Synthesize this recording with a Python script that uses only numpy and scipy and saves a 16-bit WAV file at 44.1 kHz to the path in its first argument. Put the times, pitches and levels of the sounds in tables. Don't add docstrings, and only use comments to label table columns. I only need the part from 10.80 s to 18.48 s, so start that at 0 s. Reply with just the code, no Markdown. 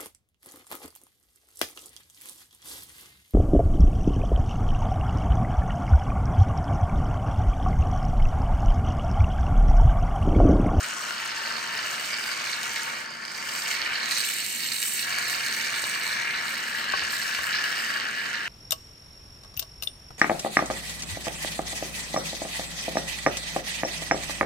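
import sys
import numpy as np
from scipy import signal
from scipy.fft import rfft, irfft, next_fast_len
from scipy.io import wavfile
from scipy.ndimage import uniform_filter1d, map_coordinates

SR = 44100
rng = np.random.default_rng(int(sys.argv[2]) if len(sys.argv) > 2 else 0)


def inscribe(sig):
    pcm = np.round(np.clip(np.atleast_2d(sig).T, -1, 1) * 32767)
    wavfile.write(sys.argv[1], SR, pcm.astype(np.int16))


N = 338688

# (time [s], foam [dB], escaping gas [dB])
FLOW = [(0, -33.5, -40), (.13, -35, -42), (1.0, -31.5, -45), (1.11, -33, -41), (2.01, -33.5, -42),
        (2.19, -37, -45), (2.26, -43, -50.5), (2.43, -42, -50.5), (2.47, -42.5, -45.5),
        (2.72, -35.5, -40.5), (2.9, -33.5, -39), (3.08, -31.5, -48.5), (3.27, -34.5, -42),
        (3.32, -30.5, -36), (3.46, -32, -37.5), (3.66, -35.5, -38.5), (3.85, -34, -39), (4.0, -36.5, -37.5),
        (4.15, -35, -37), (4.24, -31, -38.5), (4.27, -32.5, -41.5), (4.4, -32, -40), (5.28, -32.5, -43),
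        (5.45, -28.5, -49), (5.56, -30.5, -48), (5.64, -34, -43.5), (6.18, -31.5, -50.5),
        (6.29, -32.5, -43.5), (6.67, -32.5, -45.5), (6.74, -30, -47.5), (7.04, -32.5, -44.5),
        (7.29, -31.5, -53), (7.5, -33.5, -50), (7.68, -35.5, -52)]
# (time [s], relative level [dB], gas spit re pocket [dB])
POCKETS = [(1.8313, -22.5, -16), (2.452, -29, -18), (3.3543, -34, -16), (4.4987, -26, -12),
           (6.1947, -20, -27.5), (1.4401, -22, -39), (2.033, -30, -5), (3.018, -18.5, -38),
           (3.259, -23, -15), (3.311, -21, -14), (3.923, -23, -15), (4.028, -17, -21), (4.1935, -20, -20),
           (4.386, -26.5, -6), (5.0408, -20, -26), (6.122, -22, -20), (6.549, -18.5, -32),
           (6.729, -19.5, -33), (7.2, -21, -42)]

# (frequency [Hz], density [dB])
GURGLE_SPECTRUM = [(180, -46.5), (300, -19.5), (533, -14.5), (710, -14), (767, -11), (1470, -1.5),
                   (1600, -8), (2080, -52.5), (3520, -120)]
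# (frequency [Hz], density [dB])
RING_SPECTRUM = [(1000, -29.5), (1400, -8.5), (1720, -4), (1950, -5.5), (2600, -16.5), (5000, -75.5)]
# (frequency [Hz], density [dB])
SPRAY_SPECTRUM = [(1200, -30.5), (1900, -5.5), (2280, -5), (2500, -7), (2900, -3.5), (3300, -5.5),
                  (5000, -45)]
# (frequency [Hz], density [dB])
JET_SPECTRUM = [(2500, -33.5), (3450, 0.5), (4200, -8), (4900, -8), (5400, -0.5), (8000, -47.5)]
# (frequency [Hz], density [dB])
GAS_SPECTRUM = [(3500, -60.5), (5350, 0), (5850, 8.5), (7200, -0.5), (8600, -3), (9900, -10.5),
                (16000, -36)]
# (frequency [Hz], density [dB])
FINE_SPECTRUM = [(6000, -37), (7700, 3.5), (8250, -6.5), (9000, -7), (10000, -10.5), (11600, -11),
                 (13700, -7), (16000, -13)]
# (frequency [Hz], density [dB])
UPPER_SPECTRUM = [(1700, -57.5), (2120, -0.5), (2280, 0), (2420, -5.5), (3000, -48.5)]
SPECTRA = (GURGLE_SPECTRUM, RING_SPECTRUM, SPRAY_SPECTRUM, JET_SPECTRUM,
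           GAS_SPECTRUM, FINE_SPECTRUM, UPPER_SPECTRUM)
# (usual level [dB], foam slope [dB/dB],
# gas slope [dB/dB], change while dry [dB], change as the cup fills [dB/s])
LAYER_BALANCE = [(-41.5, 0.42, 0, -9.5, -.5), (-40.5, 0.7, -0.1, -8.5, 0.46), (-39, 0.91, 0.04, 2, 0.14),
                 (-40, 0.53, 0.35, 0, 0.19), (-42.5, 0.2, 0.95, -3, 0.27), (-44, 0.47, 1.31, 4.5, 1.15),
                 (-42, 1, -0.26, -10, 0)]
ROUGHNESS = (0.57, 0.56, 0.94, 1.43, 1.64, 1.67, 0.71)
POCKET_SHARE = (0.38, 0.59, 0.46, 0.38, 0.26, 0.17, 0.46)
# (frequency [Hz], width [Hz], height [dB])
AIR_SPACES = [(620, 18, 4), (713.5, 13, 8.5), (909.6, 31, 11), (1114, 48, 2.5), (8210, 190, 9)]
# (time [s], nominal rise [dB])
JET_FLARES = [(3.31, 3.5), (6.14, 8.5), (6.72, 9)]
# (time [s], centre [Hz], height [dB])
JET_BAND = [(0, 4320, 2), (.85, 4450, 8), (1.15, 4350, 4), (1.4, 4880, 8), (1.7, 4300, 4), (2.15, 4300, 3),
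            (2.3, 4670, 11), (2.7, 4700, 6), (3.1, 4250, 6), (3.42, 4090, 7.5), (4.4, 4400, 5.5),
            (6.05, 4150, 5), (6.17, 4650, 5), (6.5, 4140, 2), (6.95, 5070, 4), (7.2, 4480, 5.5),
            (7.68, 4200, -0.5)]
# (time [s], centre [Hz], height [dB])
RING_BAND = [(0, 1330, 4), (.9, 1800, 3.5), (1.4, 1540, 4.5), (2.1, 1760, 3), (5.7, 1710, 4),
             (7.68, 1720, 6.5)]

# (time [s], relative level [dB], thud re contact [dB], softness cut [Hz])
CONTACTS = [(5.036, -23, -32, 750), (6.1361, -21.5, -27, 5000), (6.219, -37, -7, 3000),
            (6.588, -34, -10, 3000)]
# (frequency [Hz], relative level [dB], t60 [s])
CUP_MODES = [(220, -13, .03), (400, -10, .03), (600, -3, .035), (788, -1, .05), (865, 0, .05),
             (1107, 7, .06), (1560, 4, .05), (2530, 0, .025)]

# (time [s], nominal delay [ms], strength [0-1])
COUNTER_BOUNCE = [(0, 0.46, 0.68), (1.35, 0.47, 0.8), (2.6, 0.46, 0.77), (4.0, 0.48, 1), (4.6, 0.47, 1),
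                  (5.3, 0.491, 0.87), (5.8, 0.47, 0.89), (7.68, 0.47, 0.99)]
# (cycles per nominal delay [1], width [Hz], gain at full strength [dB])
BOUNCE_NOTCHES = [(1.57, 200, -9), (2.47, 250, -8), (3.6, 200, -3), (4.5, 250, -7)]
# (frequency [Hz], t60 [s])
ROOM_DECAY = [(300, 0.54), (2000, 0.44), (10000, 0.24)]
# (frequency [Hz], relative density [dB])
RUMBLE_SPECTRUM = [(15, -28), (40, -22), (97, -20), (140, -4.5), (220, -4.5), (360, -8), (950, -16),
                   (1500, -31), (2600, -70)]
# (frequency [Hz], width [Hz], height [dB])
CABINET = [(76.4, 5.7, 13), (120.7, 2, 11.5), (231, 5.7, 9.5)]
# (frequency [Hz], correlation [1])
LIKENESS = [(60, 1), (250, 0.92), (600, 1), (1200, 0.17)]
# (frequency [Hz], left minus right [dB])
PORT_DIFFERENCE = [(100, -0.5), (300, -0.5), (700, -1), (1300, 1.5), (2100, 2), (2900, 2), (4300, -9),
                   (5500, -5), (7000, 1), (8300, -6.5), (9300, -7.5), (11000, -5), (15000, -7)]

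DRY_FROM_S, DRY_FULL_S, DRY_UNTIL_S, REWET_S = 3.27, 3.66, 4.225, 0.025
SURGE_RISE_S, SURGE_FADE_S = 0.0028, 0.11
UPPER_FROM_S, UPPER_UNTIL_S, UPPER_FADE_S, UPPER_OFF_DB = 1.14, 5.8, 0.18, -22
LARGEST_POCKET, DRY_CALM, PATCHINESS_DB = 3.7, 0.3, 1.1
POP_RING_DB, POP_RING_FOLLOWS_DB_PER_DB = 9, 0.72
JET_BAND_WIDTH_HZ, RING_BAND_WIDTH_HZ = 600, 280
UPPER_DELAY_RATIO, LOWER_DELAY_RATIO, UPPER_STRENGTH_RATIO = 1.445, 0.919, 0.51
KNOCK_ROOM_DB, WALLS_DB = -12, -5.5
HUM_START_DB, HUM_RISE_DB_PER_S = -55, 0.5
TOP_HZ = 15780


def amp(db):
    return 10 ** (np.asarray(db) / 20)


def unit(x):
    return x / np.sqrt(np.mean(x ** 2) + 1e-20)


def along(points, hz):
    f, v = np.transpose(points)
    return np.interp(np.log(hz + 1), np.log(f + 1), v)


def curves(rows):
    s, *cols = np.transpose(rows)
    return [np.interp(np.arange(N) / SR, s, c) for c in cols]


def wobble(knots_per_s):
    return map_coordinates(rng.standard_normal(N // 100), [np.arange(N) * knots_per_s / SR], order=2)


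def filtered(x, response):
    m = next_fast_len(N + SR // 2)
    return irfft(rfft(x, m) * response(np.fft.rfftfreq(m, 1 / SR)), m)[..., :N]


def coloured(x, gain, size=4096):
    cepstrum = irfft(np.log(gain(np.fft.rfftfreq(size, 1 / SR)) + 1e-6))
    cepstrum[1:size // 2] *= 2
    cepstrum[size // 2 + 1:] = 0
    return signal.oaconvolve(x, irfft(np.exp(rfft(cepstrum))))[:N]


def peaks(modes, hz):
    humps = sum(amp(2 * db) / (1 + (2 * (hz - c) / width) ** 2) for c, width, db in modes)
    return np.sqrt(1 + humps)


def drifting(x, depth_db, bins, frames):
    z = signal.stft(x, nperseg=256)[2]
    field = uniform_filter1d(rng.standard_normal(z.shape), bins, 0)
    for _ in range(2):
        field = uniform_filter1d(field, frames, 1)
    return signal.istft(z * amp(depth_db * unit(field)), nperseg=256)[1][:N]


def nozzle():
    levels_db = voices()
    calm = 1 - DRY_CALM * dryness()
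    shared = sputter(per_s=500, spread_db=1.5)
    puff = amp(-60 * np.arange(SR // 50) / SR / 0.0066)
    layers = 0
    for level_db, spectrum, rough, share in zip(levels_db, SPECTRA, ROUGHNESS, POCKET_SHARE):
        pockets = unit(0.73 * shared + sputter(per_s=600, spread_db=3.0))
        flush = unit(signal.oaconvolve(pockets, puff)[:N])
        choke = 0.49 * rough * wobble(14) + 0.69 * wobble(60) + 1.25 * wobble(250)
        flow = unit(amp(calm * rough * choke) * (0.6 + rough * flush) * rng.standard_normal(N))
        gain = lambda hz: amp(along(spectrum, hz)) * peaks(AIR_SPACES, hz)
        layers = layers + amp(level_db) * unit(coloured(flow + share * pockets, gain))
    flickering = drifting(layers, PATCHINESS_DB, bins=6, frames=2)
    return flickering + pops(ring_level_db=levels_db[1])


def voices():
    t = np.arange(N) / SR
    foam_db, gas_db = [c - c.mean() for c in curves(FLOW)]
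    dry = dryness()
    gurgle, ring, spray, jet, gas, fine, upper = [
        usual_db + by_foam * foam_db + by_gas * gas_db + dry_db * dry + fill_db_per_s * (t - t.mean())
        for usual_db, by_foam, by_gas, dry_db, fill_db_per_s in LAYER_BALANCE]
    for s, rise_db in JET_FLARES:
        since = np.clip(t - s, 0, None)
        jet = jet + rise_db * (1 - np.exp(-since / SURGE_RISE_S)) * np.exp(-since / SURGE_FADE_S)
    inside_s = np.minimum(t - UPPER_FROM_S, UPPER_UNTIL_S - t)
    sounding = np.clip(inside_s / UPPER_FADE_S + 0.5, 0, 1)
    return gurgle, ring, spray, jet, gas, fine, upper + UPPER_OFF_DB * (1 - sounding)


def dryness():
    times_s = [DRY_FROM_S, DRY_FULL_S, DRY_UNTIL_S, DRY_UNTIL_S + REWET_S]
    return np.interp(np.arange(N) / SR, times_s, [0, 1, 1, 0])


def sputter(per_s, spread_db):
    size = -np.log(rng.random(N) * SR / per_s + 1e-9)
    return unit((size > 0) * amp(spread_db * np.clip(size, 0, LARGEST_POCKET)))


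def pops(ring_level_db):
    push, ring, spit = np.zeros(N), np.zeros(N), np.zeros(N + SR)
    t = np.arange(SR // 50) / SR
    for s, db, spit_db in POCKETS:
        at = round(s * SR)
        push[at] = amp(db)
        ring[at] = amp(db + POP_RING_FOLLOWS_DB_PER_DB * (ring_level_db[at] - ring_level_db.mean()))
        spit[at:][:len(t)] += amp(db + spit_db - 60 * t / 0.0069) * rng.standard_normal(len(t))

    def shaped(x, db, *spectra):
        return amp(db) * coloured(x, lambda hz: sum(amp(along(each, hz)) for each in spectra))

    return (shaped(push, 24.9, SPRAY_SPECTRUM, JET_SPECTRUM) + shaped(ring, POP_RING_DB, RING_SPECTRUM)
            + shaped(spit[:N], 16.0, GAS_SPECTRUM, FINE_SPECTRUM))


def knocks():
    out, t = np.zeros(N + SR), np.arange(SR // 4) / SR
    for s, db, thud_db, soft_hz in CONTACTS:
        ring = 0
        for k, (hz, level_db, t60_s) in enumerate(CUP_MODES):
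            decay = amp(level_db + rng.normal(0, 1.0) - 60 * t / t60_s)
            softness = 1 / (1 + (hz / soft_hz) ** 4)
            ring = ring + (-1) ** k * decay * np.sin(2 * np.pi * hz * t) * softness
        ring = ring * (1 - np.exp(-t / 0.0004))
        thud = amp(-60 * t / 0.18) * np.sin(2 * np.pi * 75 * t) * (1 - np.exp(-t / 0.0082))
        out[round(s * SR):][:len(t)] += amp(db + thud_db - 1) * thud - amp(db - 4) * ring
    return out[:N]


def wandering(x):
    hz, t, z = signal.stft(x, SR, nperseg=512)
    at = np.clip(t * SR, 0, N - 1).astype(int)
    bell = lambda centre_hz, width_hz: 1 / (1 + (2 * (hz[:, None] - centre_hz) / width_hz) ** 2)
    delay_ms, strength = [c[at] for c in curves(COUNTER_BOUNCE)]
    jet_hz, jet_db = [c[at] for c in curves(JET_BAND)]
    ring_hz, ring_db = [c[at] for c in curves(RING_BAND)]
    db = jet_db * bell(jet_hz, JET_BAND_WIDTH_HZ) + ring_db * bell(ring_hz, RING_BAND_WIDTH_HZ)
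    for cycles, width_hz, depth_db in BOUNCE_NOTCHES:
        db = db + depth_db * strength * bell(1e3 * cycles / delay_ms, width_hz)
    return signal.istft(z * amp(db), SR, nperseg=512)[1][..., :N]


def paths(x):
    def late(hz, delay_s, dull_hz):
        return np.exp(-2j * np.pi * hz * delay_s) / np.sqrt(1 + (hz / dull_hz) ** 4)

    direct = lambda hz: late(hz, 0.000016, 30000)
    upper = lambda hz: 1 + 0.26 * late(hz, 0.001714, 2200)
    lower = lambda hz: 0.82 * direct(hz) + 0.091 * late(hz, 0.00299, 3400)
    delay_ms, strength = curves(COUNTER_BOUNCE)
    off_counter = filtered(x, lambda hz: direct(hz) / np.sqrt(1 + (hz / 8000) ** 4))

    def bounce(delay_ratio):
        read_at = np.arange(N) - delay_ratio * delay_ms * SR / 1e3
        return strength * map_coordinates(off_counter, [read_at], order=3)

    ports = filtered(x, lambda hz: np.array([upper(hz), lower(hz)]))
    ports = ports + [UPPER_STRENGTH_RATIO * bounce(UPPER_DELAY_RATIO), bounce(LOWER_DELAY_RATIO)]
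    return np.array([drifting(port, depth_db=1.0, bins=3, frames=42) for port in ports])


def walls(x):
    out, step, gap = np.zeros((2, N + 2 * SR)), SR // 3, 130
    for at in range(0, N, step):
        hz, t, z = signal.stft(rng.standard_normal((2, SR // 3)), SR, nperseg=256)
        decay = amp(-60 * t / along(ROOM_DECAY, hz)[:, None])
        tail = signal.istft(z * decay, SR, nperseg=256)[1]
        wet = signal.fftconvolve(x[None, at:at + step], tail / np.linalg.norm(tail[0]), axes=1)
        out[:, at + gap:at + gap + wet.shape[1]] += wet
    return out[:, :N]


def refrigerator():
    def mid_side(hz):
        turn = np.arccos(np.clip(along(LIKENESS, hz), -1, 1)) / 2
        return amp(along(RUMBLE_SPECTRUM, hz)) * peaks(CABINET, hz) * [np.cos(turn), np.sin(turn)]

    mid, side = filtered(rng.standard_normal((2, N)), mid_side)
    level_db = HUM_START_DB + HUM_RISE_DB_PER_S * np.arange(N) / SR + 0.16 * wobble(2.15)
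    return amp(level_db) * unit(np.array([mid + side, mid - side]))


def scene():
    can, taps = nozzle(), knocks()
    to_room = filtered(can + amp(KNOCK_ROOM_DB) * taps, lambda hz: 1 / np.sqrt(1 + (350 / (hz + 1)) ** 8))
    hiss = amp(-68) * rng.standard_normal((2, N))
    return wandering(paths(can + taps) + amp(WALLS_DB) * walls(to_room)) + refrigerator() + hiss


def record(dry):
    def response(hz):
        colour = amp(along(PORT_DIFFERENCE, hz) * np.array([[0.5], [-0.5]]))
        bass = 1 / np.sqrt(1 + (62 / (hz + 1)) ** 5)
        return colour * bass * (hz < TOP_HZ)

    return filtered(dry, response)


dry = scene()
out = record(dry)
inscribe(out)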